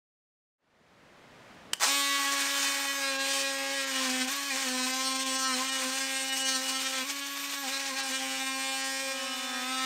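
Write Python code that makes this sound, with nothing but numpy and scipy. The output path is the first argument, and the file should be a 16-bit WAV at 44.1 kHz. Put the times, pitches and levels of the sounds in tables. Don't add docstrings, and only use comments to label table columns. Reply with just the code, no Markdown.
import sys
import numpy as np
from scipy import signal
from scipy.fft import rfft, irfft, next_fast_len
from scipy.io import wavfile
from scipy.ndimage import uniform_filter1d

SR = 44100
rng = np.random.default_rng(int(sys.argv[2]) if len(sys.argv) > 2 else 0)


def master_out(mix):
    frames = np.transpose(np.atleast_2d(mix))
    ceiling = np.clip(frames, -1, 1)
    pcm = np.round(ceiling * 32767).astype(np.int16)
    wavfile.write(sys.argv[1], SR, pcm)


N = 434385
TIME = np.arange(N) / SR

# time in seconds, level in dB,
# rasp's share of the sound in dB, tooth edge in dB, board boom in dB before a 1 dB trim.
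CUT_CURVE = [(1.9, -28.5, -25, 3, -4), (2.18, -31, -5.5, 0.5, 0.2), (2.7, -30, -1, 2, 1.5),
             (2.94, -34, -3.5, 1.1, 4), (3.2, -28.5, -7, -4.4, -2), (3.32, -29.4, -4, 1.6, -4),
             (3.64, -32, -6, -4, -3), (4.06, -31, -5.5, -0.3, 0), (4.54, -32, -2.3, 0, 0),
             (5.38, -30, -9, 0.7, -6.3), (5.46, -32.5, -14, 5.5, 7.4), (5.58, -32.5, -3.5, 1.3, 0.8),
             (6.08, -33, -6, 2.5, -1), (6.48, -33.5, -8, 5, -3.5), (6.62, -34, -3, 2.5, -0.5),
             (6.92, -34.5, -1.5, 0.8, -2), (7.94, -33, -1.5, -1.5, -1), (8.08, -34, -3.5, 2, 1.5),
             (8.2, -33, -6, -3.4, -3), (8.84, -32.5, -15, 1.3, -2.4), (9.38, -37, -2.4, 0, -1),
             (9.82, -32.5, -8.5, -1.5, 0)]
# frequency in Hz, relative gain in dB.
KNOCK_COLOUR = [(300, -32.5), (900, -3), (1300, 2.5), (2600, 2.5), (3700, -2), (5800, -3), (7000, -7.5),
                (8500, -3), (10000, -19.5), (13000, -21.5), (16000, -26)]
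# frequency in Hz, relative gain in dB.
RASP_COLOUR = [(50, -40), (135, -23), (400, -9.5), (650, -9.5), (1100, 2), (2400, 5), (4000, 2.5),
               (6000, 1.5), (8600, 0), (10200, -11), (13000, -14), (16000, -15.5)]
BUZZ_DB, RATTLE_DB, RASP_DB = -0.5, 1.5, -1


def cutting(cuts, level, rasp_db):
    hits = loose = bite = 0
    for _, turns, gain in cuts:
        hits += gain * knocks(turns, wander=0.02, jitter=0.0014, uneven_db=0.6)
        to_and_fro = np.cos(np.pi * np.floor(turns))
        loose += gain * to_and_fro * knocks(turns, wander=0.019, jitter=0.0035, uneven_db=0.1, count=3)
        bite += gain ** 2 * from_db(6.5 * np.cos(2 * np.pi * turns))
    tearing = bite * from_db(0.47 * drift(143)) * rng.standard_normal(N)
    buzz = through_wood(hits, KNOCK_COLOUR)
    rattle = through_wood(loose, RASP_COLOUR)
    rasp = through_wood(tearing, RASP_COLOUR)

    gliding = glides()
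    rasp = rasp * (1 - gliding)
    buzz = buzz - gliding * band(buzz, 8500, 19800)
    rattle = rattle - gliding * band(rattle, 8500, 19800)

    stutter = np.clip((rasp_db + 12.5) / 9, 0, 1)
    catch_db = 2.63 * stutter * drift(16.7)
    buzz_gain, rattle_gain, rasp_gain = shares(rasp_db)
    sound = buzz_gain * from_db(BUZZ_DB - catch_db) * buzz
    sound = sound + rattle_gain * from_db(RATTLE_DB) * rattle
    sound = sound + rasp_gain * from_db(RASP_DB + catch_db) * rasp
    sound = level * sound + clatter(rasp)

    _, _, edge_db, board_db = in_time(CUT_CURVE)
    board = (from_db(board_db - 1) - 1) * band(sound, 750, 1850)
    edge = (from_db(edge_db + 0.27 * drift(4.8)) - 1) * band(sound, 4100, 19845)
    return (sound + board + edge + jams(buzz)) * from_db(0.53 * stutter * drift(15.0))


def knocks(turns, wander, jitter, uneven_db, count=4):
    out = np.zeros(2 * N + 2)
    for _ in range(count):
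        place = np.maximum.accumulate(turns + rng.random() + wander * drift(1.315))
        chance = rng.standard_normal((4000, 2))
        turn = np.arange(len(chance)) + jitter * chance[:, 0]
        heard = (turn > place[0]) & (turn < place[-1])
        at = np.interp(turn[heard], place, np.arange(N))
        slow_db = 8.8 * drift(3.97)[at.astype(int)]
        force = from_db(uneven_db * chance[heard, 1] + slow_db)
        whole, part = (2 * at).astype(int), 2 * at % 1
        out[whole] += force * (1 - part)
        out[whole + 1] += force * part
    return rms_one(signal.resample_poly(out, 1, 2)[:N])


# centre in Hz, width in Hz, lift in dB.
BODY_RESONANCES = [(1490, 180, 0.5), (2840, 93, -4), (2943, 97, 5)]


def through_wood(force, colour):
    spread = disperse(force, smear=0.28)
    reflected = diffuse(spread, t60=0.15, wet_db=-3.5)
    return steady(coloured(reflected, colour, BODY_RESONANCES))


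# start in seconds, end in seconds,
# level in dB against the buzz, before the layer weights.
RATTLES = [(1.85, 2.33, -6), (2.8, 3.123, -11.5), (3.322, 3.44, -2), (3.574, 4.45, -5.5),
           (5.718, 5.773, -9), (6.076, 6.443, -16), (7.983, 8.034, 4), (8.19, 8.404, -1),
           (8.578, 9.096, -6.5), (9.101, 9.899, -9.5)]
SEATED_RATTLE_DB = -15


def shares(rasp_db):
    loose = from_db(SEATED_RATTLE_DB)
    for start, end, db in RATTLES:
        loose = np.maximum(loose, from_db(db) * held(start, end, edge_s=0.027))
    rasp = np.minimum(from_db(rasp_db), 0.93)
    buzz = np.sqrt((1 - rasp ** 2) / (1 + loose ** 2))
    return buzz, loose * buzz, rasp


GLIDE_TIMES = [3.179, 3.86, 4.266, 4.925, 5.14, 5.183, 5.249, 5.373, 5.462, 5.71, 6.31, 6.44, 8.02, 8.83]


def glides():
    corners = np.add.outer(GLIDE_TIMES, [-0.016, 0, 0.016]).ravel()
    heights = np.tile([0, 1.3, 0], len(GLIDE_TIMES))
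    return np.clip(np.interp(TIME, corners, heights), 0, 0.85)


CLATTER_S, CLATTER_DB = 1.835, -25
CLATTER_RISE_DB_PER_S, CLATTER_FALL_DB_PER_S = 380, 206


def clatter(rasp):
    swell = burst(CLATTER_S, CLATTER_DB, CLATTER_RISE_DB_PER_S, CLATTER_FALL_DB_PER_S)
    return swell * (rasp + from_db(12) * band(rasp, 460, 1470))


# middle in seconds, length in seconds,
# gain in dB on the buzz before it is band-passed.
JAMS = [(2.66, 0.044, -44), (4.035, 0.15, -45), (5.48, 0.14, -58), (6.499, 0.084, -43), (6.796, 0.039, -48),
        (6.862, 0.049, -39), (6.978, 0.097, -37), (7.756, 0.048, -40.5), (8.0, 0.067, -41)]
JAM_RING_DB = -4


def jams(buzz):
    force = 0
    for s, length, db in JAMS:
        force = force + from_db(db) * held(s - length / 2, s + length / 2, edge_s=0.022)
    hammering = band(buzz, 910, 7600)
    head = from_db(JAM_RING_DB) * band(buzz, 2280, 4000)
    return force * (hammering + head)


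# time in seconds, blade swings per second.
PUSHED_SPEED = [(1.9, 278.19), (1.96, 280.23), (2.98, 276.93), (3.14, 269.44), (3.34, 274.12),
                (3.62, 271.51), (3.74, 275.26), (4.1, 257.81), (4.22, 256.79), (4.58, 270.54),
                (4.62, 270.67), (4.68, 255.06), (4.82, 255.52), (5.02, 263.67), (5.58, 262.59),
                (5.82, 268.46), (6.72, 263.66), (7.9, 273.87), (8.18, 264.53), (9.18, 268.82)]
# middle in seconds, length in seconds,
# speed lost in Hz (negative: gained), extra rasp in dB.
SNAGS = [(2.239, .06, 1, 4), (2.422, 0.17, 1, 2), (3.823, 0.084, 1, 2.5), (4.102, .06, 2, 10),
         (4.242, 0.11, 1, 3.5), (4.548, 0.079, 9, 0), (4.692, 0.078, 1, 1.5), (5.239, .1, -2.5, 5),
         (5.56, 0.17, 10, 1), (5.862, 0.23, 10, 2.5), (5.993, .04, 0, 9), (6.38, 0.062, 1, 4),
         (6.581, 0.101, 5, 0.5), (7.029, 0.16, 9.5, 12), (7.678, 0.073, 15.5, 11), (7.93, .1, 12, 4),
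         (8.112, 0.066, 7, 3.5)]
# start in seconds, end in seconds, level change in dB.
LIFTS = [(4.3, 4.501, -2), (7.049, 7.63, -2.5)]
FREE_SPEED_HZ = 279.5


def handling():
    speed, = in_time(PUSHED_SPEED)
    level_db, rasp_db, _, _ = in_time(CUT_CURVE)
    for s, length, lost_hz, extra_db in SNAGS:
        snag = np.maximum(1 - 2 * np.abs(TIME - s) / length, 0)
        speed = speed - lost_hz * snag
        rasp_db = rasp_db + extra_db * snag
    free = 0
    for start, end, change_db in LIFTS:
        lift = held(start, end, edge_s=0.026)
        free = free + lift
        level_db = level_db + change_db * lift
    return speed + free * (FREE_SPEED_HZ - speed), free, level_db, rasp_db


START_S, SPIN_UP_S, SPIN_UP_LEAD_S = 1.798, 0.12, 0.013


def spin_up():
    climb = np.clip((TIME - START_S + SPIN_UP_LEAD_S) / SPIN_UP_S, 0, 1)
    return 1 - (1 - climb) ** 2.2


# time in seconds,
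# blade swings per second, share of the power from 0 to 1.
NEXT_CUT = [(9.05, 257, 0.01), (9.3, 255, 0.26), (9.45, 254, 0.33), (9.6, 251, 0.7), (9.72, 260, 0.98),
            (9.85, 261.5, 1)]


def swings(working_speed, run_up):
    next_speed, share = in_time(NEXT_CUT)
    share = np.clip(share, 0, 1) * (TIME > NEXT_CUT[0][0])
    cuts = []
    for speed, power in ((working_speed * run_up, 1 - share), (next_speed, share)):
        speed = speed * (1 + 0.001623 * drift(14.1))
        cuts.append((speed, np.cumsum(speed) / SR, np.sqrt(power)))
    return cuts


# order of the swing rate, level in dB,
# change while running free in dB, growth in dB per Hz that the motor labours.
SHAKE_ORDERS = [(1, -47, 1, 0.74), (2, -49.5, -4.5, 0.26), (3, -49, -9, 0), (4, -55.5, 9, 1.02)]
# multiple of the speed, level in dB before trim and speed loss.
WHINE_ORDERS = [(4, -14), (7, -28), (8, -9.5), (9, -16.5), (13, -11.5), (17, -29), (20, -22)]
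# start in seconds, end in seconds,
# order, level in dB.
SINGING = [(1.88, 2.382, 4, -40), (1.876, 2.5, 9, -43.5), (1.974, 2.423, 7, -41), (1.877, 2.17, 13, -40),
           (2.987, 3.855, 2, -42.5), (3.026, 3.295, 9, -42), (3.98, 4.276, 1, -41),
           (4.953, 5.548, 4, -41.5), (6.047, 6.697, 3, -49), (6.002, 7.033, 11, -41.5),
           (8.55, 9.0, 3, -46.5), (8.983, 9.301, 2, -43.5), (9.145, 9.503, 11, -42.5)]
LABOUR_BELOW_HZ = 268
SHAKE_FOLLOWS = 0.64
WHINE_TRIM_DB, WHINE_LOSS_DB_PER_HZ = -4.5, 0.7


def motor(speed, turns, free, level_db):
    labour_hz = np.clip(LABOUR_BELOW_HZ - speed, 0, 11)
    push_db = SHAKE_FOLLOWS * (level_db - level_db.mean())
    slowed_hz = np.maximum(FREE_SPEED_HZ - speed, 0)
    whine_db = level_db + WHINE_TRIM_DB - WHINE_LOSS_DB_PER_HZ * slowed_hz
    gains = []
    for k, db, free_db, growth in SHAKE_ORDERS:
        sway_db = k * (1.1 * drift(12) + 0.4 * drift(3))
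        gains.append((k, from_db(db + push_db + free_db * free + growth * labour_hz + sway_db)))
    for k, db in WHINE_ORDERS:
        gains.append((k, from_db(whine_db + db + 2 * drift(13))))
    for start, end, k, db in SINGING:
        gains.append((k, from_db(db + 1.8 * drift(17)) * held(start, end, edge_s=0.11)))
    power = {}
    for k, gain in gains:
        power[round(k)] = power.get(round(k), 0) + gain ** 2
    return sum(tone(turns, k, np.sqrt(p)) for k, p in power.items())


# multiple of its speed, level in dB.
NEXT_HUM = [(1, -43), (2, -52), (3, -46), (4, -49.5), (5, -44), (6, -52.5), (7, -47), (14, -42)]


def next_hum(turns):
    return sum(tone(turns, round(k), from_db(db + 0.64 * drift(5.9))) for k, db in NEXT_HUM)


RING_DB, RING_LOSS_DB_PER_HZ, RING_MOST_LOSS_DB = -49, 1.5, 9


def blade_ring(speed):
    shimmer = rms_one(band(rng.standard_normal(N), 12100, 14400))
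    damping_db = np.clip(RING_LOSS_DB_PER_HZ * (FREE_SPEED_HZ - speed), 0, RING_MOST_LOSS_DB)
    return from_db(RING_DB - damping_db + 2 * drift(25) + 2 * drift(4)) * shimmer


# frequency in Hz, relative gain in dB.
HOUSING_COLOUR = [(150, -17), (800, -12.5), (2400, -5), (3150, 8), (3800, -14), (4800, -5), (8800, -5.5),
                  (10500, -22), (15000, -23)]
SWITCH_S, SWITCH_DB = 1.734, -11.5
SWITCH_RISE_DB_PER_S, SWITCH_FALL_DB_PER_S = 12500, 3298
SHED_T60_S = 0.47


def switch():
    crackle = np.tanh(coloured(rng.standard_normal(N), HOUSING_COLOUR))
    snap = burst(SWITCH_S, SWITCH_DB, SWITCH_RISE_DB_PER_S, SWITCH_FALL_DB_PER_S)
    return diffuse(snap * crackle, t60=SHED_T60_S, wet_db=-15.5)


# frequency in Hz, relative gain in dB.
AIR_COLOUR = [(30, -15.5), (200, 0.5), (380, -4.5), (580, -2), (800, -5.5), (1900, -8), (7000, -24.5),
              (16000, -41)]
AIR_START_S, AIR_FADE_S, AIR_LEVEL_DB = 0.58, 0.92, -52
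AIR_RECEDES_S, AIR_RECEDE_DB_PER_S, AIR_DROP_DB = 1.73, 81, 17


def air():
    fade = np.clip((TIME - AIR_START_S) / AIR_FADE_S, 0, 1)
    drop_db = np.clip(AIR_RECEDE_DB_PER_S * (TIME - AIR_RECEDES_S), 0, AIR_DROP_DB)
    return fade * from_db(AIR_LEVEL_DB - drop_db) * coloured(rng.standard_normal(N), AIR_COLOUR)


def from_db(db):
    return 10 ** (np.asarray(db) / 20)


def rms_one(x):
    return x / np.sqrt(np.mean(x ** 2) + 1e-20)


def in_time(rows):
    s, *columns = np.transpose(rows)
    return [np.interp(TIME, s, c) for c in columns]


def drift(rate):
    step = 40
    r = np.exp(-2 * np.pi * rate * step / SR)
    noise = rng.standard_normal(N // step + 2002)
    slow = signal.lfilter([1], [1, -2 * r, r * r], noise)[2000:]
    return np.interp(np.arange(N) / step, np.arange(len(slow)), rms_one(slow))


def held(start, end, edge_s):
    return np.clip(0.5 + np.minimum(TIME - start, end - TIME) / edge_s, 0, 1)


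def burst(peak_s, peak_db, rise_db_per_s, fall_db_per_s):
    slope_db = np.minimum(rise_db_per_s * (TIME - peak_s), fall_db_per_s * (peak_s - TIME))
    return from_db(peak_db + np.maximum(slope_db, -200))


def tone(turns, multiple, gain):
    return np.sqrt(2) * gain * np.sin(2 * np.pi * (multiple * turns + rng.random()))


def coloured(x, spectrum, resonances=()):
    size = next_fast_len(N + SR // 10)
    hz = np.arange(size // 2 + 1) * SR / size + 1
    points = np.array(spectrum)
    db = np.interp(np.log(hz), np.log(points[:, 0]), points[:, 1])
    for centre, width, lift in resonances:
        db = db + lift / (1 + (2 * (hz - centre) / width) ** 2)
    return rms_one(irfft(rfft(x, size) * from_db(db), size)[:N])


def band(x, low_hz, high_hz):
    sos = signal.butter(2, [low_hz, high_hz], "band", fs=SR, output="sos")
    return signal.sosfiltfilt(sos, x)


def steady(x):
    return x / np.sqrt(np.abs(uniform_filter1d(x * x, SR // 25)) + 1e-6)


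def disperse(x, smear):
    size = next_fast_len(N + SR // 10)
    w = 2 * np.pi * np.arange(size // 2 + 1) / size
    path = 1
    for lag_s in (0.00023, 0.00061, 0.00107, 0.00173):
        delay = np.exp(-1j * w * round(lag_s * SR))
        path = path * (delay - smear) / (1 - smear * delay)
    return irfft(rfft(x, size) * path, size)[:N]


def diffuse(x, t60, wet_db):
    t = TIME[:SR // 3]
    tail = rng.standard_normal(len(t)) * from_db(-60 * t / t60)
    return x + from_db(wet_db) * signal.oaconvolve(x, tail / np.linalg.norm(tail))[:N]


def scene():
    working_speed, free, level_db, rasp_db = handling()
    run_up = spin_up()
    cuts = swings(working_speed, run_up)
    (speed, turns, gain), (_, next_turns, next_gain) = cuts
    hum = run_up ** 9 * gain * motor(working_speed, turns, free, level_db)
    hum = hum + next_gain * next_hum(next_turns)
    cut = cutting(cuts, run_up ** 4 * from_db(level_db), rasp_db)
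    tool = cut + hum + blade_ring(speed)
    return np.tile(tool * (TIME > START_S) + switch() + air(), (2, 1))


CUTOFF_HZ = 15650


def record(dry):
    sos = signal.ellip(10, 0.2, 80, CUTOFF_HZ, fs=SR, output="sos")
    return signal.sosfilt(sos, dry)


dry = scene()
out = record(dry)
master_out(out)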